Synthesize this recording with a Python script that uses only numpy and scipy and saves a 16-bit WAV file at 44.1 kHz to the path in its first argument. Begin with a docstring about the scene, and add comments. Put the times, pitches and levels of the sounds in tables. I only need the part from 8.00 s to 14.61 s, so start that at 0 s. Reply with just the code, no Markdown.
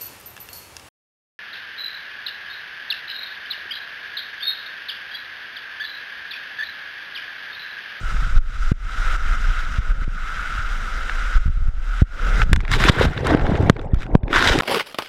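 """Water hisses and a deep rumble and knocks shake a small camera in a sealed housing on a tube water slide.
Then it plunges into a pool: ragged spray, gurgle, tiny bubbles and hard blows of water on the microphone port.
Hiss and spray are noise shaped by droplets and by the housing; rumble, wash and hum are filtered noise.
Slosh, bubbles, snaps and blows are built from many short fading swings, each laid in at its own time.
At listed moments the steady sound drops quickly and climbs back."""
import sys
import numpy as np
from scipy import signal
from scipy.fft import rfft, irfft
from scipy.io import wavfile
from scipy.ndimage import uniform_filter1d

SR = 44100
rng = np.random.default_rng(int(sys.argv[2]) if len(sys.argv) > 2 else 0)


def file_out(sig):
    """Save sig as 16-bit WAV at sys.argv[1]."""
    # one column per channel
    cols = np.atleast_2d(sig).T
    # limit, then scale
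    lim = np.clip(cols, -1, 1)
    pcm = np.round(lim * 32767).astype(np.int16)
    wavfile.write(sys.argv[1], SR, pcm)


N = 291494  # length in samples

# Water hiss before the dips. Each row: time in seconds, level in dB, brightness (treble level) in dB.
HISS_CURVE = [(0.0, -38.5, -12.5), (0.1, -29.5, -14), (0.7, -33.5, -11), (1.05, -24.5, -15.5),
              (1.6, -29.5, -15), (2.0, -32, -15.5), (2.3, -28.5, -16), (2.57, -29, -16.5), (2.75, -32, -14),
              (3.33, -29, -16), (3.75, -43, -12.5), (4.0, -30, -15.5), (4.42, -21, -15.5),
              (4.52, -28.5, -15), (4.68, -39.5, -11), (4.73, -22, -2), (4.78, -26, -7), (4.84, -17.5, -5),
              (4.88, -14.5, -6.5), (4.9, -11, -11.5), (5.05, -19, -9.5), (5.23, -33.5, -12),
              (5.27, -21.5, -14.5), (5.35, -26, -17), (5.69, -36.5, -10), (5.85, -49.5, -10),
              (5.89, -54, -31), (6.03, -43, -2), (6.09, -60, -19), (6.15, -48, -26), (6.26, -56, -13),
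              (6.33, -17.5, -10.5), (6.45, -14, -6.5), (6.57, -30.5, 2.5), (6.61, -19.5, -13)]
# Low sounds before the dips. Each row: time in seconds, rumble in dB, slosh in dB, gurgle in dB.
LOW_CURVE = [(0.0, -25, -34, -46.5), (0.12, -14, -32, -44.5), (0.6, -10.5, -47, -48.5),
             (0.9, -21, -44, -42.5), (1.13, -12.5, -44, -40), (1.7, -18, -41, -47.5),
             (1.94, -10, -39.5, -43), (2.3, -21, -42.5, -46.5), (2.6, -22, -44.5, -47),
             (3.15, -22, -50, -43), (3.5, -11.5, -47, -48.5), (4.0, -19.5, -52, -48),
             (4.25, -14.5, -35, -35), (4.45, -12, -20.5, -31), (4.56, -5, -12, -40),
             (4.64, -17.5, -28, -40), (4.75, -13.5, -20, -36), (4.9, -18.5, -26, -22.5),
             (5.05, -17, -10.5, -19.5), (5.15, -30, -24, -32.5), (5.34, -19.5, -21, -17),
             (5.6, -27, -17.5, -25.5), (5.7, -22, -18, -25), (5.755, -26, -28, -46),
             (5.77, -23, -23, -26.5), (5.9, -28, -30, -37.5), (6.01, -31, -35.5, -44),
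             (6.14, -23.5, -30, -31), (6.22, -23, -28, -34), (6.24, -19, -25, -28), (6.3, -22.5, -29, -27),
             (6.61, -25, -29, -23.5)]
# Colour of the rush inside the tube. Each row: frequency in Hz, relative level in dB.
TUBE_SPECTRUM = [(410, -28), (700, -23.5), (884, -24), (1130, -16), (1290, -2), (1470, -2), (1760, -13.5),
                 (2080, -13.5), (2310, -17.5), (3630, -20), (4350, -24), (5790, -26), (6340, -27),
                 (13400, -49), (15500, -49)]
# Colour of the spray in the pool. Each row: frequency in Hz, relative level in dB.
POOL_SPECTRUM = [(410, -27), (700, -14.5), (1010, -0.5), (1250, -1.5), (1430, 3), (1850, 0), (2590, -9),
                 (3630, -8), (4520, -15.5), (7500, -26.5), (8540, -30.5), (12900, -39), (15500, -44)]
# Fine colour of the housing. Each row: centre in Hz, width in Hz, boost or cut in dB.
HOUSING_COLOUR = [(2080, 30, 2), (4390, 150, -5.5), (4810, 110, 1.5), (6270, 89, -6), (10900, 370, 1.5),
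                  (13100, 330, 3.5)]
# Air resonances across the tube. Each row: centre in Hz, width in Hz, relative level in dB.
TUBE_HUM = [(219, 70, -6.5), (514, 76, -8.5), (704, 130, -12)]
# Air pocket behind the port. Each row: pitch in Hz, relative level in dB, time to fade by 60 dB in seconds.
AIR_POCKET = [(1560, 9.5, 0.0058), (2145, 10.5, 0.0028), (3440, -7.5, 0.0095)]
# Drops and bubbles snapping at the port. Each row: start in seconds, level in dB,
# treble crack in dB relative to the body of the snap.
PORT_SNAPS = [(3.0952, -11.5, -31), (4.4176, -7, -46), (4.5305, 2.5, -9.5), (4.561, -14.5, -8.5),
              (4.594, -35, -13), (4.6044, -18, -19), (4.6116, -35, 1), (4.6503, -20, -34),
              (4.6795, -16.5, -21), (4.7153, -10.5, -6), (4.7368, -6.5, -18), (4.839, -2.5, -12),
              (5.1762, -15.5, -24), (5.2689, -16, 1), (5.372, -22, -25), (5.3948, -16, -29),
              (5.466, -15, -24), (5.5537, -17, -35), (5.697, 7, -41), (5.7654, -22, -28),
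              (5.7935, -25.5, -33), (5.8144, -33, -7.5), (5.8287, -39, -17), (5.8464, -41, -28),
              (5.9434, -26.5, -8), (6.0054, -35, -4), (6.0208, -26, -6.5), (6.0307, -19.5, -26),
              (6.0644, -31, -18), (6.233, -30.5, -35), (6.2801, -22, -33), (6.3295, -6, -22),
              (6.3809, -8, -22), (6.4246, -3, -14), (6.5877, -8.5, -3)]
# Blows on the housing. Each row: start in seconds, level in dB, nominal pitch in Hz,
# fading time in cycles of that pitch, direction (+1 push, -1 pull).
HOUSING_BLOWS = [(0.359, -1, 41, 1.3, 1), (0.717, 4.5, 138, 0.46, 1), (1.784, 0.5, 57.7, 0.57, 1),
                 (2.02, -18, 121, 1.4, 1), (2.078, -15.5, 182, 2.5, 1), (2.589, -10.5, 47, 2.9, 1),
                 (3.353, -2, 35.8, 1.36, 1), (3.458, -7, 92, 1.8, 1), (3.478, -4.5, 69.5, 1, -1),
                 (3.496, -7, 60, 1.3, 1), (3.572, -10.5, 55, 1.7, -1), (3.617, -12.5, 54.7, 1.8, 1),
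                 (3.682, -6.5, 55, 3.1, -1), (4.019, 4.5, 155, 1.4, 1), (4.429, -4, 39.6, 1.7, -1),
                 (4.528, 6.5, 63.5, 0.58, -1), (4.897, 15.5, 146, 0.25, -1), (5.032, -12, 120, 0.78, -1),
                 (5.042, -1.5, 100, 0.78, 1), (5.055, -1.5, 112, 0.85, 1), (5.066, -3.5, 80.5, 1.05, 1),
                 (5.348, 13, 426, 0.49, 1), (5.418, -7.5, 62.4, 3, 1), (5.698, 16, 420, 1, 1),
                 (5.934, 0.5, 120, 1.14, 1), (5.965, 0.5, 30, 0.41, 1), (6.132, -9, 61.5, 1.8, -1),
                 (6.1516, 17.5, 388, 0.85, 1), (6.234, -5, 121, 0.6, -1), (6.507, -4.5, 76, 0.67, 1)]
# Drops of the steady sound after jolts. Each row: time in seconds, nominal depth in dB.
LEVEL_DIPS = [(0.127, 3), (0.25, 4), (0.388, 22), (0.727, 25), (1.166, 8.5), (1.362, 4), (1.609, 1.5),
              (1.656, 2), (1.792, 8), (1.922, 9), (2.049, 11.5), (3.383, 10.5), (3.487, 9), (3.582, 3.5),
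              (3.696, 6), (4.029, 29), (4.301, 3.5), (4.438, 18.5), (4.545, 10), (4.902, 18), (5.061, 12.5),
              (5.353, 11), (5.706, 16), (6.164, 24)]

PLUNGE_S = 4.5  # when the camera enters the pool, in seconds
FALL_S, RECOVER_S = 0.0092, 0.13  # seconds for a dip to fall, and to regain two thirds of it
RUMBLE_DIP, SLOSH_DIP, GURGLE_DIP = 0.61, 0.62, 0.83  # share of each dip (in dB) that a layer follows
TOP_HZ = 15150  # highest frequency the input lets through


def undb(db):
    """Turn dB into a plain gain."""
    return 10 ** (np.asarray(db) / 20)


def unit(x):
    """Scale a sound to an average (rms) level of 1."""
    return x / np.sqrt(np.mean(x ** 2))


def columns(table):
    """Draw each column of a curve table as a smooth line, one value per sample."""
    times, *values = np.transpose(table)
    return [np.interp(np.arange(N) / SR, times, v) for v in values]


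def band(x, lo_hz, hi_hz, order=2):
    """Keep only the frequencies between two limits."""
    return signal.sosfilt(signal.butter(order, [lo_hz, hi_hz], "band", fs=SR, output="sos"), x)


def high_pass(order, hz):
    """Design a filter that keeps what lies above hz."""
    return signal.butter(order, hz, "high", fs=SR, output="sos")


def walk(rate):
    """Wander at random: rate new values a second, smoothed twice, with a spread near 1."""
    hold = int(SR / rate)
    steps = np.repeat(rng.standard_normal(N // hold + 1), hold)
    return 1.6 * uniform_filter1d(uniform_filter1d(steps, hold), hold)[:N]


def add(out, s, grain):
    """Lay a short sound into a longer one at time s in seconds."""
    i = int(s * SR)
    out[i:i + len(grain)] += grain[:N - i]


def ring(hz, cycles, glide=0.):
    """A fading swing that loses 9 dB in the given cycles; a positive glide makes its pitch rise."""
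    turns = np.arange(int(5 * cycles * SR / hz)) * hz / SR
    return np.sin(2 * np.pi * turns * (1 + glide * turns / cycles)) * np.exp(-turns / cycles)


def submerged():
    """0 in the tube, rising to 1 just after the plunge."""
    return np.clip((np.arange(N) / SR - PLUNGE_S) / 0.086, 0, 1)


def dip_db():
    """Drops of the steady level: each falls fast and recovers by the same rule, and overlapping ones add."""
    times, depth_db = np.transpose(LEVEL_DIPS)
    coarse = np.arange(0, N, 32)  # every 32nd sample is fine enough
    since = coarse[:, None] / SR - times
    fall = np.clip(since / FALL_S + 0.5, 0, 1)
    recovery = np.exp(-np.maximum(since, 0) / RECOVER_S)
    return np.interp(np.arange(N), coarse, -(fall * recovery) @ depth_db)


def hiss_db():
    """Level of the hiss in dB, dips included."""
    return columns(HISS_CURVE)[0] + dip_db()


def rumble():
    """The housing sways on the rider: very deep noise with its peaks rounded off."""
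    sway = band(rng.standard_normal(N), 14.8, 38.1, order=3)
    sway = np.tanh(0.45 * unit(sway))
    return unit(sway) * undb(columns(LOW_CURVE)[0] + RUMBLE_DIP * dip_db())


def slosh():
    """Water sloshes past the housing: 500 low, quickly fading swings of unequal loudness."""
    out = np.zeros(N)
    for place, size, loud in rng.random((500, 3)):
        gain = undb(-1.2 * np.log(1 - loud))
        add(out, place * N / SR, gain * ring(55 * 3.5 ** size, 0.8))
    out = band(out, 59, 400)
    return unit(out) * undb(columns(LOW_CURVE)[1] + SLOSH_DIP * dip_db())


def tube_hum():
    """Air resonances across the tube, heard as narrow bands of noise that waver in level."""
    hum = np.zeros(N)
    for hz, width, db in TUBE_HUM:
        level = undb(db + 2 * walk(6.51))
        hum += level * unit(band(rng.standard_normal(N), hz - width / 2, hz + width / 2, order=1))
    return hum


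def bursting_bubbles():
    """4000 bubbles, each a short ping whose pitch rises slightly."""
    bubbles = np.zeros(N)
    for place, size, loud in rng.random((4000, 3)):
        gain = undb(-3 * np.log(1 - loud))
        add(bubbles, place * N / SR, gain * ring(250 * 4.5 ** size, 1.6, glide=0.03))
    return unit(band(bubbles, 200, 950, order=4))


def gurgle():
    """A steady wash of noise, joined by hum in the tube and by bursting bubbles in the pool."""
    wash = unit(band(rng.standard_normal(N), 170, 900, order=4))
    in_pool = submerged()
    mix = 0.6 * wash + tube_hum() * (1 - in_pool) + 1.28 * bursting_bubbles() * in_pool
    return mix * undb(columns(LOW_CURVE)[2] + GURGLE_DIP * dip_db())


def fizz():
    """Tiny bubbles in the pool: short high pings, weaker when higher, louder where the hiss is louder."""
    out = np.zeros(N)
    for place, loud, pitch in rng.random((520, 3)):
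        hz = 1400 * 7 ** pitch
        ping = ring(hz, 6.3, glide=0.0063)
        # the neck of the bubble pinches off over a few cycles
        ping = ping * (1 - np.exp(-np.arange(len(ping)) * hz / (2.5 * SR)))
        gain = undb(-3.5 * np.log(1.02 - loud) - 16 * pitch)
        add(out, PLUNGE_S + place * (N / SR - PLUNGE_S), gain * ping)
    return out * undb(-6.5 + 0.72 * hiss_db())


def water(rate, scatter_db, flicker_db, patchy_db):
    """Smooth noise swelling with droplets of unequal size, in gusts, with each band wavering alone."""
    count = int(rate * N / SR)  # rate is droplets per second
    drops = np.zeros(N)
    drops[rng.integers(0, N, count)] = undb(scatter_db * rng.exponential(size=count))
    # the energy of each droplet fades over 2 ms
    energy = signal.lfilter([1], [1, -np.exp(-1 / (0.002 * SR))], drops ** 2)
    spray = np.sqrt(0.3 + unit(energy))
    x = rng.standard_normal(N) * spray * undb(flicker_db * walk(60))
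    edges = 600 * 2 ** np.arange(0, 5.1, 0.5)  # half-octave bands from 600 Hz up
    out = np.zeros(N)
    for lo, hi in zip(edges, edges[1:]):
        # filter twice, the second time backwards
        part = band(band(x, lo, hi)[::-1], lo, hi)[::-1]
        out += part * undb(patchy_db * walk(70))
    return out


def coloured(x, spectrum):
    """Shape a sound by a spectrum and the housing; rms 1 in the band of the housing's resonance."""
    f = np.arange(N // 2 + 1) * SR / N + 1e-3
    hz, db = np.transpose(spectrum)
    housing_db = sum(d * np.exp(-((f - c) / w) ** 2 / 2) for c, w, d in HOUSING_COLOUR)
    shape_db = np.interp(np.log(f), np.log(hz), db, left=-90)
    y = irfft(rfft(x) * undb(shape_db + housing_db), N)
    return y / np.std(band(y, 1000, 2200, order=4))


def hiss():
    """Even rush in the tube, ragged spray in the pool; brightness sets the part above the resonance."""
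    bright_db = columns(HISS_CURVE)[1]
    rush = coloured(water(3000, 0.4, 0.29, 1.0), TUBE_SPECTRUM)
    spray = coloured(water(900, 2.2, 1.72, 1.7), POOL_SPECTRUM)
    out = np.zeros(N)
    for x, share in (rush, 1 - submerged()), (spray, submerged()):
        treble = signal.sosfiltfilt(high_pass(2, 2800), x)
        out += share * (x - treble + unit(treble) * undb(bright_db))
    return out * undb(hiss_db())


def snap(treble_db):
    """A burst of a few ms that rings the air pocket, plus a dry crack."""
    t = np.arange(int(0.03 * SR)) / SR
    envelope = np.exp(-t / 0.0016) * (1 - np.exp(-t / 0.00023))
    burst = rng.standard_normal((2, len(t))) * envelope
    pocket = sum(undb(db) * np.sin(2 * np.pi * hz * t) * 1000 ** (-t / t60) for hz, db, t60 in AIR_POCKET)
    body = band(np.convolve(burst[0], pocket)[:len(t)], 1100, 4000)
    crack = band(burst[1], 1700, 6650)
    return body / np.abs(body).max() + undb(treble_db) * crack / np.abs(crack).max()


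def snaps():
    """Drops and bubbles snap at the port, each ringing the air pocket behind it."""
    out = np.zeros(N)
    for s, db, treble_db in PORT_SNAPS:
        add(out, s, undb(db) * snap(treble_db))
    return out


def blows():
    """Each blow throws the microphone's membrane one way; it swings back ever more slowly as it fades."""
    out = np.zeros(N)
    for s, db, hz, cycles, way in HOUSING_BLOWS:
        turns = np.arange(int(6 * cycles * SR / hz)) * hz / SR
        # the logarithm stretches each swing more than the one before
        swing = np.sin(2 * np.pi * np.log(1 + 1.364 * turns) / 1.322) * np.exp(-turns / cycles)
        soft = 1 - np.exp(-(turns / 0.19) ** 2)  # water cushions the contact
        add(out, s, np.sign(way) * undb(db) * swing * soft)
    return out


def scene():
    """All sources meet at the one microphone."""
    low = rumble() + slosh() + gurgle()
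    return (low + fizz() + hiss() + snaps() + blows())[None]


def record(dry):
    """The input weakens the deepest bass, overloads on hard blows and cuts the top."""
    x = signal.sosfilt(high_pass(1, 14), dry)
    x = x / (1 + np.abs(x) ** 8) ** (1 / 8)  # leaves quiet sound alone, holds peaks below 1
    return signal.sosfilt(signal.ellip(10, 0.1, 70, TOP_HZ, fs=SR, output="sos"), x)


dry = scene()
out = record(dry)
file_out(out)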